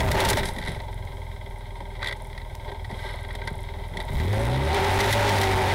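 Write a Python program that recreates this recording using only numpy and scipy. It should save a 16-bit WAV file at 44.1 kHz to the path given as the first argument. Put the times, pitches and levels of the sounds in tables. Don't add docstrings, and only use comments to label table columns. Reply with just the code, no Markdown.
import sys
import numpy as np
from scipy import signal
from scipy.fft import rfft, irfft
from scipy.io import wavfile
from scipy.ndimage import uniform_filter1d

SR = 44100
rng = np.random.default_rng(int(sys.argv[2]) if len(sys.argv) > 2 else 0)


def invert_db(x):
    u = np.asarray(x, float) / 20
    return 10 ** u


def int16_out(signal):
    q = np.round(np.clip(np.atleast_2d(signal).T, -1, 1) * 32767)
    wavfile.write(sys.argv[1], SR, q.astype(np.int16))


N = 253134
TIME = np.arange(N) / SR


def evened(x):
    return x / np.sqrt(np.mean(x ** 2) + 1e-20)


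def steadied(x, window):
    return x / np.sqrt(uniform_filter1d(x ** 2, size=window) + 1e-9)


def blend(clean, noisy, share):
    return share * evened(clean) + np.sqrt(1 - share ** 2) * evened(noisy)


def curves(rows):
    s, *columns = np.transpose(rows)
    return [np.interp(TIME, s, c) for c in columns]


def read(points, hz):
    f, db = np.transpose(points)
    return np.interp(np.log(hz + 1), np.log(f + 1), db)


def coloured(x, points):
    return irfft(rfft(x) * invert_db(read(points, np.fft.rfftfreq(N, 1 / SR))), N)


def panels(x, modes):
    out = np.zeros(N)
    for k, (hz, width, db) in enumerate(modes):
        pole = np.exp((2j * np.pi * hz - 1.5 * np.pi * width) / SR)
        ring = signal.lfilter([(1 - abs(pole)) ** 2], [1, -2 * pole, pole ** 2], x)
        out += (-1) ** k * invert_db(db) * ring.real
    return out


def noise():
    return rng.standard_normal(N)


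def wander(hz):
    steps = rng.standard_normal(N // 100 + 2)
    drift = signal.sosfiltfilt(signal.butter(2, hz, fs=SR / 100, output="sos"), steps)
    return np.interp(TIME, np.arange(len(steps)) * 100 / SR, evened(drift))


def clicks(events):
    train = np.zeros(N)
    for s, db in events:
        train[round(s * SR)] = invert_db(db)
    return train


def bursts(events, decay_s, rise_s):
    t = np.arange(2000) / SR
    shape = np.exp(-t / decay_s) * (1 - np.exp(-t / rise_s))
    return signal.oaconvolve(clicks(events), shape)[:N] * noise()


def runs(rows, ends_db, spread_db):
    hits = []
    for first, gap, count, db, *share in rows:
        k, chance = np.arange(round(count)), rng.standard_normal(16)
        arch = (2 * (k + .5) / len(k) - 1) ** 2
        hits += [(first + gap * i, db + ends_db * arch[i] + spread_db * chance[i], *share) for i in k]
    return hits


# (time [s], crank speed [turns/s])
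SPEED = [(0.0, 68.48), (0.2, 53.55), (0.33, 39.03), (0.55, 25.12), (0.95, 20.89), (1.6, 20.33),
         (2.5, 20.08), (3.0, 20.52), (3.3, 19.89), (4.05, 20.3), (4.31, 50.36), (4.62, 68.88), (4.8, 85.13),
         (4.95, 97.2), (5.16, 106), (5.4, 96.86), (5.66, 93.65), (5.74, 91)]


def crank():
    hz = curves(SPEED)[0]
    return hz, np.cumsum(hz) / SR


# (time [s], load [0-1], exhaust level [dB], cab shaking level [dB],
# chassis rumble against the exhaust [dB])
WORK = [(0, 1, -21.5, -22, -2), (.1, 1, -21, -19.5, 4.5), (.2, 0.93, -24, -16.5, 17),
        (.32, 0.72, -17, -18, -0.5), (.4, 0.73, -27, -23, -1), (.5, 0.64, -35.5, -37.5, -4),
        (.93, 0.19, -36.5, -43, -8), (1.05, 0.23, -37.5, -43.5, -5.5), (1.75, 0.2, -38.5, -44.5, -9),
        (2.3, 0.29, -39, -44.5, -5.5), (3.4, 0.07, -37, -41, -8), (4.05, 0.37, -37, -42.5, -5.5),
        (4.15, 0, -26.5, -34.5, -1.5), (4.38, 0.84, -23.5, -27.5, -10), (4.65, 0.56, -25.5, -25, -12),
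        (4.8, 0.92, -25, -18.5, -1.5), (5.25, 1, -19, -14.5, -9), (5.74, 0.94, -25, -20.5, -4)]


def work():
    return curves(WORK)


# (crank order [waves/turn], idle level [dB], full load level [dB])
ORDERS = [(.5, -54, 0.5), (1, -6.5, 3.5), (1.5, -21, -10), (2, 6.5, 2), (2.5, -60, -11.5), (3, -6.5, -12.5),
          (4, 0, -10.5), (5, -4, -15), (6, -8.5, -2), (7, -15.5, -9), (8, -21, -44), (9, -34, -8.5),
          (10, -27, 7), (11, -14, -27), (12, -28, 8)]
# (frequency [Hz], level [dB])
PIPE = [(10, 24), (20, -10), (45, -3.5), (70, 0.5), (105, 3.5), (140, -5.5), (190, -1.5), (300, -11),
        (600, -7.5), (1300, -66)]
# (frequency [Hz], level [dB])
RUMBLE = [(8, -2.5), (20, -13.5), (45, 1), (90, -0.5), (130, -3), (170, -12), (280, -23), (340, -44.5)]
# (crank speed [turns/s], first order level [dB], second order level [dB])
BOOM = [(20, 0, 3), (28, 12, -7), (44, 8, 3), (51, -20, 1), (56, -1, 1), (70, 6, 6), (79, 7, -4),
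        (82.5, -12, -13), (86, 3, -6), (96, 0, -7)]


def exhaust():
    hz, turns = crank()
    load, thump_db, _, rumble_db = work()
    speeds, first, second = np.transpose(BOOM)
    falling = TIME < .4
    boom_db = {1: np.where(falling, -7, np.interp(hz, speeds, first)),
               2: np.where(falling, -5.5, np.interp(hz, speeds, second))}
    thump = np.zeros(N)
    for order, idle_db, load_db in ORDERS:
        level_db = idle_db + load * (load_db - idle_db)
        level_db = level_db + read(PIPE, order * hz) + boom_db.get(order, 0)
        angle = 2 * np.pi * order * (turns - .775) - .5 - 1.1 / order ** 3
        angle = angle + .15 * np.sqrt(order) * wander(hz=6)
        thump -= invert_db(level_db + 1.5 * wander(hz=7)) * np.cos(angle)
    thump = steadied(thump, 8000)
    thump += invert_db(rumble_db) * evened(coloured(noise(), RUMBLE))
    return invert_db(thump_db + 4) * thump / np.sqrt(1 + invert_db(2 * rumble_db))


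def shaking(steady, quick, shudder):
    turns = crank()[1]
    jolt, after = turns - .02, turns - .21
    sizes = invert_db(1.1 * rng.standard_normal((1000, 2)))
    force = sizes[jolt.astype(int), 0] * np.exp(-(jolt % 1) / quick)
    force += shudder * sizes[after.astype(int), 1] * np.exp(-(after % 1) / .25)
    force = steady + uniform_filter1d(force, size=90)
    force = force / np.sqrt(uniform_filter1d(force ** 2, size=6000))
    return force * invert_db(1.2 * wander(hz=12)) * noise()


# (middle time [s], half length [s], buzz change [dB], rattle change
# [dB], fizz change [dB])
LURCHES = [(0.046, 0.04, -9, -7.5, -11), (0.124, 0.019, -12, -14, -19), (0.355, 0.026, -13, -8.5, -4),
           (0.385, 0.019, -2, 6.5, 8), (0.419, 0.0089, -7, -5, -10), (0.484, 0.033, 0.5, 3, 9.5),
           (0.922, 0.01, -4, 2, 11), (2.905, 0.014, 2.5, -2, 1), (0.73, 0.042, 3, 7.5, 4.5),
           (2.065, 0.11, 5.5, 2.5, 3), (2.687, 0.014, 7.5, 8, 0), (2.99, 0.09, 0, 2, 4),
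           (3.074, 0.096, 3.5, 6, 8), (4.003, 0.047, 7, 6, 4), (4.18, 0.071, -0.5, 2.5, 0),
           (4.771, 0.015, 4.5, 4.5, -3), (5.126, 0.019, -8.5, 0.5, 9)]


def lurches():
    return sum(np.outer(db, np.exp(-((TIME - s) / half) ** 2)) for s, half, *db in LURCHES)


SHAKE_IDLE_DB = -45

# (frequency [Hz], width [Hz], level [dB])
LARGE_PANELS = [(229, 116, -10.5), (395.8, 32.6, 1.5), (529, 55, -4.5), (607, 38, -2), (751, 132, -6),
                (848.7, 27, -1), (914.7, 58, 1.5), (1056, 45, -11.5)]


def buzz():
    hz, (load, _, shake_db, _) = crank()[0], work()
    rough = panels(shaking(steady=0.64 + 0.8 * load, quick=0.25, shudder=0.93), LARGE_PANELS)
    share = .8 * np.clip((hz - 22) / 25, 0, 1) * (TIME > 2)
    return invert_db(lurches()[0] + shake_db) * blend(drone(), rough, share)


# (frequency [Hz], width [Hz], level [dB])
SMALL_PANELS = [(1240, 1030, -12), (1583.5, 47, -2.5), (1878, 230, -10.5), (2045, 123, -0.4),
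                (2240, 150, -7), (3272, 337, -9.5), (3594, 320, -7), (3938, 620, -11), (4660, 1360, -26),
                (5140, 320, -17.5)]
# (frequency [Hz], level [dB])
ROAR = [(900, -22), (1300, 4.5), (2000, 11.5), (2700, 0), (4000, -20), (6000, -20), (8000, -45)]
# (time [s], share [0-1])
SCRAPE = [
    (0, 0.37),
    (2.85, 0.27),
    (2.95, 0.8),
    (3.08, 1),
    (3.25, 0.8),
    (3.45, 1),
    (3.6, 0.4),
    (5.74, 1),
]


def rattle():
    load, _, shake_db, _ = work()
    steady = .12 + .6 * load + .8 * curves(SCRAPE)[0]
    rough = panels(shaking(steady, quick=.09, shudder=.3), SMALL_PANELS)
    level_db = lurches()[1] - 52 + shake_db - SHAKE_IDLE_DB
    return invert_db(level_db) * blend(coloured(noise(), ROAR), rough, .7 * load)


# (frequency [Hz], level [dB])
FIZZ = [(4000, -21), (5000, 12.5), (7300, 3.5), (8200, 10), (10500, 9.5), (12000, 7), (14000, -26),
        (17000, 10)]


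def fizz():
    load, _, shake_db, _ = work()
    level_db = lurches()[2] - 64 + 0.73 * (shake_db - SHAKE_IDLE_DB) + 8 * load
    return invert_db(level_db) * evened(coloured(shaking(steady=1.5, quick=0.033, shudder=0.64), FIZZ))


# (frequency [Hz], level [dB])
WHINE = [(8000, -80), (9000, -82), (10000, -75), (15306, -75)]


def whine():
    return sum(invert_db(db + 3.6) * np.sin(2 * np.pi * hz * TIME + .5 * wander(hz=5)) for hz, db in WHINE)


# (time [s], peak level [dB], bright share [dB], low share [dB])
KNOCKS = [(0.0024, -18.5, -14, -20), (0.1143, -16, -8, -19), (0.152, -21, -23, 3), (0.2026, -12, -12.5, -4),
          (0.249, -8, -13, -21), (0.2863, -9.5, -3.5, -25), (0.2995, -6, -2.5, -24), (0.329, -13, -15, -20),
          (0.3708, -14, -12, 3.5), (0.4313, -18, -19, -3), (0.4542, -25.5, -4, -2), (0.486, -28, -7, 4),
          (0.5622, -32.5, -12, -12), (0.584, -27, -12.5, 5), (0.8005, -28.5, -25, -1), (0.927, -38, -20, 3),
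          (1.8035, -41.5, -10, 16), (2.3765, -29, -19, -3), (2.8464, -29.5, -22, -5),
          (2.898, -34.5, -28, 7), (3.351, -26, -11, -4), (3.4157, -25.5, -37, -2), (3.4736, -18, -16, -4.5),
          (3.9698, -23.5, -16, -22), (4.085, -30.5, -22, 1.5), (4.3283, -24, -13, 6),
          (4.7437, -19.5, -11.5, -14), (5.003, -6, -21, -9), (5.1256, -6, -16, -22),
          (5.3828, -10.5, -34, -18),
          (.0832, -24, -25, -3), (0.14, -34, -18, -5), (.599, -36, -18, -10), (0.6134, -31.5, -18, -8),
        (0.624, -28.5, -21, -14), (.6366, -30, -20, -12), (0.649, -31, -13, -12), (0.6597, -27, -20, -6),
        (0.6721, -23, -22, 1.5), (0.68, -29.5, -11, 0), (.69, -33, -9, -8), (0.702, -39, -17, -8),
        (.717, -31.5, -24, 1), (.7643, -34, -28, -5), (.883, -41, -26, 5), (1.9914, -38, -24, -10),
        (2.006, -41, -26, -8), (2.0115, -32, -26, -8), (2.163, -44, -7, -10), (2.328, -36.5, -25, -10),
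        (2.415, -33.5, -25, -4), (2.678, -35, -35, 0), (2.687, -30, -38, 5), (2.716, -30.5, -20, 7.5),
        (2.745, -53, -25, -7), (2.911, -32, -18, -3), (3.191, -42, -31, -6), (3.247, -28.5, -31, 0),
        (3.642, -46, -30, 8), (3.937, -40, -26, 5), (4.012, -29, -26, 3), (4.165, -34, -11, -8),
        (4.203, -37, -13, -4), (4.8435, -20, -14, -12), (4.9876, -19, -19, -12), (5.04, -18, -26, -10),
        (5.2088, -23, -15, -12), (5.355, -19, -15, -10), (5.432, -11, -31, -15), (5.515, -20.5, -14, -15)]
# (first time [s], gap [s], knocks [count], loudest level [dB], bright share [dB])
CHATTERS = [
    (3.305, .07, 1, -29, -36),
    (3.5094, .027, 4, -36, -22),
    (4.001, .011, 2, -29, -22),
    (5.2914, .121, 2, -13, -14),
    (4.197, .05, 1, -22, -18),
    (.0354, .07, 1, -24, -27),
]
# (time [s], peak level [dB], bright share [dB])
CLATTER = [
    (2.02, -24, -34),
    (2.0265, -17, -32),
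    (2.043, -23.5, -16),
    (2.059, -19, -26),
    (2.0706, -18.5, -17),
    (2.083, -19, -21),
    (2.0925, -23.5, -30),
    (2.109, -25, -23),
    (2.124, -22, -20.5),
    (2.1324, -48, -25),
]
# (frequency [Hz], width [Hz], level [dB])
BRACKET = [(1579, 19, -12.5), (1945, 94, -1), (3453, 102, -13.5), (3915, 64, -11.5), (4514, 69, -18)]
# (frequency [Hz], level [dB])
CRACK = [(3000, -62), (4500, 4), (6500, -4), (9500, 0.5), (11800, -2), (13000, -23), (16000, -30)]


def knocks():
    chatter = runs(CHATTERS, ends_db=-23, spread_db=6.5) + CLATTER
    chatter = [(*hit, -14) for hit in chatter]
    s, db, bright_db, low_db = np.transpose(KNOCKS + chatter)
    lower = [m for m in SMALL_PANELS if m[0] < 2600]
    upper = [m for m in SMALL_PANELS if m[0] > 2600]
    upper_db = db + 0.33 * (bright_db + 16)
    out = invert_db(42.5) * panels(clicks(zip(s, db)), BRACKET)
    out += invert_db(19.5) * panels(bursts(zip(s, db), decay_s=0.0045, rise_s=0.0012), lower)
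    out += invert_db(19) * panels(bursts(zip(s, upper_db), decay_s=0.0047, rise_s=0.00068), upper)
    out += invert_db(23) * panels(bursts(zip(s, db + low_db), decay_s=0.0026, rise_s=0.00039), LARGE_PANELS)
    cracks = bursts(zip(s, db + bright_db), decay_s=0.0051, rise_s=0.00073)
    return out + invert_db(4) * coloured(cracks, CRACK)


# (time [s], peak level [dB])
SNAPS = [(0.1155, -13), (.4865, -32), (.82, -38), (1.0525, -35), (1.3185, -42), (2.553, -24.5),
         (2.654, -44), (3.3518, -33), (3.4752, -38), (3.6193, -43), (4.153, -31), (4.3298, -22),
         (4.4537, -28), (5.138, -22), (5.293, -21), (5.454, -25), (5.487, -26), (5.541, -25)]
# (frequency [Hz], level [dB])
SNAP_TONE = [(1000, -20), (2500, 0), (5000, 1), (9000, -3), (13000, -5), (17000, -2)]


def snaps():
    return invert_db(9.5) * coloured(clicks(SNAPS), SNAP_TONE)


# (frequency [Hz], width [Hz], level [dB])
CASING = [(600, 40, -2), (918, 79, -2.5), (1577, 34, -6), (2110, 90, -1), (3280, 90, -8)]


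def clack():
    turn = (crank()[1] - .02).astype(int)
    size = invert_db(1.5 * rng.standard_normal(1000))[turn] * (1 - work()[0]) ** 2
    return invert_db(13) * panels(size * (np.diff(turn, prepend=0) > 0), CASING)


# (time [s], peak level [dB])
THUDS = [
    (0.249, -41),
    (0.559, -31),
    (0.672, -26),
    (1.8, -35),
    (2.909, -31),
    (3.5, -29.5),
    (3.75, -33.5),
    (3.905, -32),
    (3.952, -30),
]
# (frequency [Hz], width [Hz], level [dB])
FLOOR = [(132, 32, 1), (187, 29, 7.5), (258, 460, -7)]


def thuds():
    return invert_db(24) * panels(bursts(THUDS, decay_s=0.022, rise_s=0.007), FLOOR)


# (first time [s], gap [s], ticks [count], peak level [dB])
TICKS = [(0.5366, .183, 2, -27), (.698, .05, 1, -32), (.9438, .05, 1, -29), (1.5026, .083, 2, -38),
         (2.1715, .05, 1, -33), (2.2217, .025, 3, -30), (3.0909, .05, 1, -35), (3.1114, .024, 3, -32),
         (3.2093, .023, 2, -32), (3.2844, .046, 2, -33), (3.4535, .05, 1, -33), (3.5059, .0253, 6, -31),
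         (3.884, .025, 1, -35), (4.003, .025, 3, -30), (4.1053, .029, 2, -29), (4.3021, .079, 2, -28),
         (4.2279, .027, 2, -31), (4.325, .02, 2, -31), (4.399, .036, 3, -32), (4.4169, .03, 1, -27),
         (5.4525, .043, 3, -23)]
# (frequency [Hz], level [dB])
TICK_TONE = [(4500, -33), (7000, -13), (8300, 0), (10500, 3), (12000, -3), (13500, -40), (16000, -29)]


def ticks():
    return invert_db(8) * coloured(clicks(runs(TICKS, ends_db=0, spread_db=1.5)), TICK_TONE)


# (frequency [Hz], width [Hz], level [dB])
SIDE_PANEL = [(1230, 120, -8.5), (1577, 43, 2), (1985, 90, 2), (2960, 50, -11), (3540, 220, -13),
              (3930, 200, -11), (4420, 60, -13), (5030, 70, -20), (5270, 70, -19)]


def brush():
    middle_s, rise_s, fall_s = 3.07, .08, .14
    half = np.where(TIME < middle_s, rise_s, fall_s)
    rub = evened(panels(invert_db(1.5 * wander(hz=60)) * noise(), SIDE_PANEL))
    return invert_db(-42) * np.exp(-((TIME - middle_s) / half) ** 2) * rub


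# (crank order [waves/turn], level [dB])
DRONE_ORDERS = [(3, 3), (4, 3), (4.5, 2), (5, -1), (5.5, 4), (6, -3), (6.5, -7), (7, 3), (7.5, -4), (8, 4),
                (8.5, -7), (9, 2), (9.5, 0), (10, 3), (12, -2), (14, -4)]
# (frequency [Hz], width [Hz], level [dB])
CAB = [(235, 150, -9), (393, 24, 2), (571, 32, 0), (755, 32, 0), (851, 40, 0), (915, 34, -1),
       (1000, 200, -12)]


def drone():
    turns, out = crank()[1], np.zeros(N)
    for order, db in DRONE_ORDERS:
        angle = 2 * np.pi * (order * turns + rng.random()) + .45 * wander(hz=8)
        out += invert_db(db + 3 * wander(hz=6)) * np.cos(angle)
    return steadied(panels(out, CAB), 8000)


def jitter():
    busy = np.clip(crank()[0] - 80, 0, 10) / 10
    at = np.flatnonzero(rng.random(N) < busy * 45 / SR)
    level_db = -22 + 3 * rng.standard_normal(len(at))
    return coloured(bursts(zip(at / SR, level_db), decay_s=0.00051, rise_s=0.00022), CRACK)


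def scene():
    engine = exhaust() + buzz() + rattle() + fizz()
    looseness = invert_db(6 * work()[0])
    loose_parts = looseness * (knocks() + snaps() + thuds() + ticks())
    return (engine + loose_parts + clack() + brush() + jitter())[None]


def roll_off(x):
    return signal.sosfilt(signal.butter(12, 16690, fs=SR, output="sos"), x)


def record(dry):
    wet = dry + whine()
    flat = wet / (2 + abs(wet / .1) ** 6) ** (1 / 6)
    tilted = signal.lfilter(*signal.butter(1, 5, "high", fs=SR), flat)
    treble_edge = signal.firwin(301, 15800, window=("kaiser", 7), fs=SR)
    return roll_off(signal.oaconvolve(tilted, treble_edge[None], "same"))


dry = scene()
out = record(dry)
int16_out(out)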